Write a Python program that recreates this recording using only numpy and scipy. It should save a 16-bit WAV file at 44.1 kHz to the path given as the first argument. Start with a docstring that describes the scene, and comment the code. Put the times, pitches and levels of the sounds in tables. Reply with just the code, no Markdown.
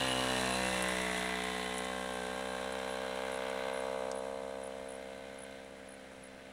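"""An old single-cylinder two-stroke motorcycle clatters past side-on and climbs away up a country road.
Each crank turn gives an intake gulp, a ringing knock and an exhaust pop; piston slap rings the fins
and the chain hisses. As the bike turns tail-on the pop closes on the knock and the bark swells in the
tailpipe's beam, then bushes shade its rasp. Grit ticks; a small bird twitters very high over soft air."""
import sys
import numpy as np
from scipy import signal
from scipy.fft import rfft, irfft
from scipy.io import wavfile
from scipy.ndimage import uniform_filter1d

SR = 44100
rng = np.random.default_rng(int(sys.argv[2]) if len(sys.argv) > 2 else 0)


def transcribe(u):
    """Save the signal u as a 16-bit wav file named by the first command-line argument.

    u: samples, shape (n,) or (channels, n), limited to [-1, 1]; the rate is SR.
    q: integer samples, one column per channel.
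    """
    v = np.clip(np.atleast_2d(u).T, -1, 1)
    q = np.round(v * 32767).astype(np.int16)
    wavfile.write(sys.argv[1], SR, q)


N = 287532
TIME_S = np.arange(N) / SR


def from_db(db):
    """Decibels to gain."""
    return 10 ** (np.asarray(db) / 20)


def unit_rms(x):
    """Scale to rms 1."""
    return x / np.sqrt(np.mean(x ** 2) + 1e-20)


def steady(x, size=6000):
    """Even the slow level to rms 1; each firing keeps its shape."""
    return x / np.sqrt(uniform_filter1d(uniform_filter1d(x ** 2, size), size) + 1e-20)


def curve(rows):
    """Breakpoints (time_s, value) at every sample."""
    return np.interp(TIME_S, *np.transpose(rows))


def flutter(rate_hz):
    """Random wavering, spread about 1."""
    return np.interp(TIME_S * rate_hz, np.arange(1024), rng.standard_normal(1024))


def band(x, low_hz, high_hz):
    """Zero-phase band-pass: pulses stay in place."""
    return signal.sosfiltfilt(signal.butter(8, [low_hz, high_hz], "band", fs=SR, output="sos"), x)


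def colour(x, spectrum, size=4096):
    """Minimum-phase filter from rows of (freq_hz, gain_db)."""
    hz, db = np.transpose(spectrum)
    grid_hz = np.maximum(np.arange(size // 2 + 1) * SR / size, 1)
    gain = from_db(np.interp(np.log(grid_hz), np.log(hz), db))
    cepstrum = irfft(np.log(gain))
    cepstrum[1:size // 2] *= 2
    cepstrum[size // 2 + 1:] = 0
    return signal.fftconvolve(x, irfft(np.exp(rfft(cepstrum))))[:N]


def resonance(x, hz, width_hz):
    """Two-pole resonance, peak gain 1."""
    r = np.exp(-np.pi * width_hz / SR)
    feedback = [1, -2 * r * np.cos(2 * np.pi * hz / SR), r * r]
    return signal.lfilter(np.array([1, 0, -1]) * (1 - r * r) / 2, feedback, x)


def clicks(turns, spread_db, jitter_s):
    """One impulse a turn, uneven in strength and timing; harmonics of height about 1."""
    whole_turns = np.arange(np.ceil(turns[0]), turns[-1])
    late, loud = rng.standard_normal((len(whole_turns), 2)).T
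    at = np.clip(np.interp(whole_turns, turns, np.arange(N)) + jitter_s * SR * late, 0, N - 2)
    strength = from_db(spread_db * loud) * N / len(whole_turns) / 2
    out = np.zeros(N)
    out[at.astype(int)] = strength * (1 - at % 1)
    out[at.astype(int) + 1] = strength * (at % 1)
    return out


def bursts(turns, centre_turns, width_turns, floor, spread_db):
    """Noise that swells once a turn around one crank position."""
    position = turns - centre_turns + .5
    strength = from_db(spread_db * rng.standard_normal(1024))[np.floor(position).astype(int)]
    swell = np.exp(-.5 * ((position % 1 - .5) / width_turns) ** 2)
    return rng.standard_normal(N) * (floor + strength * swell)


# Open-air spectrum: freq_hz, gain_db
AIR_SPECTRUM = [(20, -5), (60, -7), (160, -1), (400, -2.5), (700, -1), (1100, -8), (1600, -2), (2300, -5.5),
                (3000, -10), (4000, -15), (4700, -17.5), (10000, -29), (11800, -38), (15700, -31)]


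def country_air(level_db=-56):
    """The soft, even rush of open country."""
    return from_db(level_db) * unit_rms(colour(rng.standard_normal(N), AIR_SPECTRUM))


# Bird phrases: start_s, note_count, level_db
BIRD_PHRASES = [(0.082, 3, -39), (0.501, 3, -40), (0.651, 3, -44), (.89, 3, -45), (1.245, 3, -48),
                (1.64, 4, -49), (1.747, 4, -45.5), (2.132, 3, -53), (2.471, 4, -52), (2.879, 4, -51.5),
                (3.318, 4, -49), (3.733, 5, -50.5), (4.149, 3, -49.5), (4.633, 3, -49.5), (4.884, 5, -49),
                (5.383, 4, -49.5), (5.886, 4, -52.5), (6.232, 3, -53)]


def bird(top_hz=10150, fall_hz=1900, note_s=.013, spacing_s=.0163, warble_hz=260, jitter_s=.00067):
    """Quick runs of thin notes, each holding its pitch, then dropping."""
    out = np.zeros(N)
    along = np.linspace(0, 1, int(note_s * SR))
    for start_s, note_count, level_db in BIRD_PHRASES:
        for k, (late, loud, drop) in enumerate(rng.standard_normal((round(note_count), 3))):
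            warble = unit_rms(uniform_filter1d(rng.standard_normal(len(along)), size=30))
            pitch_hz = top_hz - fall_hz * (1 + .5 * drop) * along ** 4 + warble_hz * warble
            note = np.sin(np.pi * along) * np.sin(2 * np.pi * np.cumsum(pitch_hz) / SR)
            at = int((start_s + k * spacing_s + jitter_s * late) * SR)
            out[at:at + len(note)] += from_db(level_db + 2 * loud) * note
    return out


# Sharp ticks: start_s, level_db, centre_hz
GRIT_TICKS = [(.824, -21, 10400), (.8854, -25, 9600), (1.4391, -26, 10000), (1.7814, -25, 9700),
              (1.846, -34, 8200), (2.7242, -34, 9800), (2.79, -39, 7000), (3.3184, -34, 10000),
              (3.5, -35, 8600), (4.1153, -27, 5300)]


def grit(decay_s=.00036, tail_s=.0056, tail_db=-13, width_hz=5000, cutoff_hz=10800):
    """Millisecond cracks with a short rattle, as of flung grit, each in one broad resonance."""
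    out = np.zeros(N)
    age_s = np.arange(1024) / SR
    envelope = np.exp(-age_s / decay_s) + from_db(tail_db) * np.exp(-age_s / tail_s)
    for start_s, level_db, hz in GRIT_TICKS:
        grains = rng.standard_normal(len(age_s)) * envelope
        crack = resonance(resonance(grains, hz, width_hz), hz, width_hz)
        at = int(start_s * SR)
        out[at:at + len(crack)] += from_db(level_db) * crack / np.abs(crack).max()
    return signal.sosfilt(signal.butter(8, cutoff_hz, fs=SR, output="sos"), out)


# Chain and tyre hiss: freq_hz, gain_db
HISS_SPECTRUM = [(2500, 3.5), (4200, -13.5), (4750, -8.5), (5700, 0.5), (7300, 3), (8400, 5.5), (9200, 1.5),
                 (10200, 8.5), (10900, 1.5), (11800, -16), (14000, -10), (15700, -38)]
# Chain guard and spoke modes: freq_hz, width_hz, level_re_hiss_db
GUARD_MODES = [(4045, 90, -9), (5610, 130, -20), (8320, 98, -20)]


def chain(turns, surge_db=3, surge_hz=5, flutter_db=1, flutter_hz=18):
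    """Chain and tyres hiss in time with the crank; the guard's faint rings come and go."""
    rush = bursts(turns, centre_turns=.025, width_turns=.08, floor=2.5, spread_db=5.5)
    rings = sum(from_db(db + surge_db * flutter(surge_hz)) * unit_rms(resonance(rush, hz, width_hz))
                for hz, width_hz, db in GUARD_MODES)
    hiss = unit_rms(colour(rush, HISS_SPECTRUM))
    return from_db(flutter_db * flutter(flutter_hz)) * hiss + rings


# Piston and port contacts: position_turns, gain_db
PISTON_SLAPS = [(-.16, -2.5), (-.03, 6), (0.07, -1), (0.32, 3.5)]
# Beamed cooling-fin modes: freq_hz, width_hz, gain_db, aim_deg, beam_deg
FIN_MODES = [(2880, 53, 7, -8, 13), (2037, 55, 12, 46.5, 11.7), (1800, 120, 0, 24, 20),
             (3940, 100, 0, 17, 13), (2670, 60, 4.5, 27, 12), (3506, 75, -6.5, 38, 32),
             (1567, 53, 5.5, 77.5, 7.1), (2095, 84, 4.5, 79, 4.8), (3060, 86, -5.5, 72, 19),
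             (3960, 30, -10.5, 100, 23), (1090, 20, -10, 74, 18)]
# Broad rattle of the engine body: freq_hz, gain_db
BODY_SPECTRUM = [(100, -49), (400, -71.5), (750, -5.5), (1250, -10.5), (1700, -8.5), (2100, -14.5),
                 (2350, -8.5), (2700, -12), (3350, -11), (4050, -10), (4600, -32.5), (6000, -36.5)]


def clatter(turns, bearing_deg, loose_db=-7, body_db=-1, parts_db=-3, jitter_s=.00002, part_count=10):
    """Piston slap and loose rattle shake the barrel; each fin mode sounds as its beam sweeps past."""
    slap = unit_rms(sum(from_db(db) * clicks(turns - at, spread_db=.5, jitter_s=jitter_s)
                        for at, db in PISTON_SLAPS))
    loose = unit_rms(bursts(turns, centre_turns=.012, width_turns=.095, floor=.75, spread_db=3.5))
    # Small parts knock at the same positions every turn, giving the rattle a pitch.
    parts = unit_rms(sum((-1) ** k * clicks(turns - at, spread_db=3, jitter_s=jitter_s)
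                         for k, at in enumerate(rng.random(part_count))))
    shake = slap + from_db(loose_db) * loose
    fins = np.zeros(N)
    for hz, width_hz, db, aim_deg, beam_deg in FIN_MODES:
        beam = np.exp(-.5 * ((bearing_deg - aim_deg) / beam_deg) ** 2)
        fins += from_db(db) * beam * unit_rms(resonance(shake, hz, width_hz))
    body = unit_rms(colour(loose + from_db(parts_db) * parts, BODY_SPECTRUM))
    return steady(from_db(body_db) * body + steady(fins))


# Intake gulp harmonics: order, gain_db
GULP_HARMONICS = [(1, -11), (2, -6), (3, 0), (4, -1), (5, -51)]
# Airbox and crankcase modes: freq_hz, width_hz, gain_db
AIRBOX_MODES = [(438, 8.3, -5), (562.5, 53, 2.5), (653, 270, -3.5), (1044, 88, -3), (1666, 450, -11.5),
                (2037, 29, 7), (2474, 140, -12.5), (3240, 23, -18.5), (3840, 24, -45)]


def intake(turns, gulp_lead_turns=.108, open_turns=.225):
    """The port opens softly, sucks, then shuts hard; both edges ring the airbox."""
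    gulp = -sum(from_db(db) * np.cos(2 * np.pi * order * (turns + gulp_lead_turns))
                for order, db in GULP_HARMONICS)
    opens = clicks(turns + open_turns, spread_db=1, jitter_s=.00003)
    shuts = clicks(turns, spread_db=.5, jitter_s=.00002)
    edges = shuts - .33 * opens
    knock = sum(from_db(db) * resonance(edges, hz, width_hz) for hz, width_hz, db in AIRBOX_MODES)
    return gulp + knock


# Tailpipe mouth modes: freq_hz, width_hz, gain_db
TAILPIPE_MODES = [(1360, 88, -7), (1610, 137, 1), (2050, 147, -7.5), (2620, 200, -8.5)]


def tailpipe_rasp(turns, puff_db=4):
    """Each pop, with a puff of gas, rings the mouth of the tailpipe."""
    pops = clicks(turns, spread_db=1.2, jitter_s=.00002)
    puffs = bursts(turns, centre_turns=.01, width_turns=.03, floor=.05, spread_db=2)
    cracks = pops + from_db(puff_db) * puffs
    return sum(from_db(db) * (-1) ** k * resonance(cracks, hz, width_hz)
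               for k, (hz, width_hz, db) in enumerate(TAILPIPE_MODES))


# Silencer response: freq_hz, gain_db
SILENCER_SPECTRUM = [(30, -21), (63, -5), (130, -1), (200, 3), (320, 1.5), (380, -12), (450, 6), (560, 5),
                     (780, 3), (1100, 5.5), (1300, -18), (1550, 0), (2000, -27), (4000, -15.5)]


def exhaust(turns, puff_db=6, puff_band_hz=(1200, 5000)):
    """A sharp pop and a puff of turbulent gas leave through the silencer each turn."""
    pops = clicks(turns, spread_db=.4, jitter_s=.000015)
    puffs = bursts(turns, centre_turns=.012, width_turns=.02, floor=.05, spread_db=2)
    return -colour(pops + from_db(puff_db) * band(puffs, *puff_band_hz), SILENCER_SPECTRUM)


def pass_gain(path, closest_s=.38, closest_m=4.79, speed_m_per_s=6.38):
    """Gain at the verge, set by distance, the tailpipe's aim in the bend and the bushes."""
    closest_db, loss_db_per_decade, aimed_gain_db, bush_loss_db = path
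    distance_m = np.hypot(closest_m, speed_m_per_s * (TIME_S - closest_s))
    distance_loss_db = loss_db_per_decade * np.log10(distance_m / closest_m)
    aimed = np.interp(TIME_S, [1.19, 3.97, 6.03], [0, 1, 0])
    shaded = np.interp(TIME_S, [3.47, 5.64], [0, 1])
    return from_db(closest_db - distance_loss_db + aimed_gain_db * aimed - bush_loss_db * shaded)


# Engine speed, sagging on the slope, rising with the throttle: time_s, firing_hz
ENGINE_SPEED = [(0.0, 64.98), (0.4, 63.31), (0.48, 63.73), (0.94, 62.48), (1.07, 61.9), (1.82, 62.57),
                (1.88, 63.42), (2.26, 62.33), (2.44, 64.55), (2.54, 62.84), (2.77, 65.11), (2.86, 63.86),
                (3.81, 65.31), (4.09, 64.59), (4.29, 66.15), (5.03, 65.53), (5.09, 66.26), (6.52, 65.48)]
# Heading, 0 side-on to 90 tail-on: time_s, bearing_deg
HEADING = [(0, 0), (.25, 4), (.5, 21), (1, 46), (1.5, 60), (2, 68), (3, 74), (4.2, 85), (6.52, 85)]
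# Clatter fade: time_s, gain_db
CLATTER_FADE = [(0.0, -33), (0.03, -34.5), (0.54, -37), (0.87, -36), (1.34, -37.5), (2.12, -44.5),
                (3.7, -43.5), (4.32, -55.5), (5.57, -54), (5.68, -61), (6.52, -60)]
# Path of each register to the verge: closest_db, loss_db_per_decade, aimed_gain_db, bush_loss_db
BOOM_PATH = (-41, 19.5, 2.5, 0)
HOLLOW_PATH = (-56.5, 52, -27, 0)
BARK_PATH = (-38.5, 19.5, 13.5, -1)
BITE_PATH = (-44, 27.5, 17, 4.5)
RASP_PATH = (-46, 20, 8, 23)
CHAIN_PATH = (-45.5, 25, 3, 1)


def motorcycle(start_turns=-.815, hunt_turns=.014, hunt_hz=11, clatter_trim_db=-2, tail_on_pop_db=-7.5):
    """Engine and tailpipe sound apart; their lag shrinks as the tail swings towards the verge."""
    bearing_deg = curve(HEADING)
    tail_on = np.sin(np.radians(bearing_deg))
    pipe_turns = start_turns + np.cumsum(curve(ENGINE_SPEED)) / SR + hunt_turns * flutter(hunt_hz)
    lag_turns = .4 - .23 * tail_on
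    crank_turns = pipe_turns + lag_turns
    pulses = from_db(tail_on_pop_db * tail_on) * exhaust(pipe_turns) + intake(crank_turns)
    registers = [(BOOM_PATH, 40, 350), (HOLLOW_PATH, 360, 405),
                 (BARK_PATH, 412, 830), (BITE_PATH, 831, 1313)]
    voice = sum(pass_gain(path) * steady(band(pulses, low_hz, high_hz))
                for path, low_hz, high_hz in registers)
    rattle = from_db(curve(CLATTER_FADE) + clatter_trim_db) * clatter(crank_turns, bearing_deg)
    hiss = pass_gain(CHAIN_PATH) * chain(crank_turns)
    rasp = pass_gain(RASP_PATH) * steady(tailpipe_rasp(pipe_turns))
    return voice + rattle + hiss + rasp


def scene():
    """The bike in open country, mono."""
    return (country_air() + motorcycle() + bird() + grit())[None]


def record(dry, cutoff_hz=15700):
    """Steep low-pass."""
    return signal.sosfilt(signal.ellip(10, .1, 80, cutoff_hz, fs=SR, output="sos"), dry)


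dry = scene()
out = record(dry)
transcribe(out)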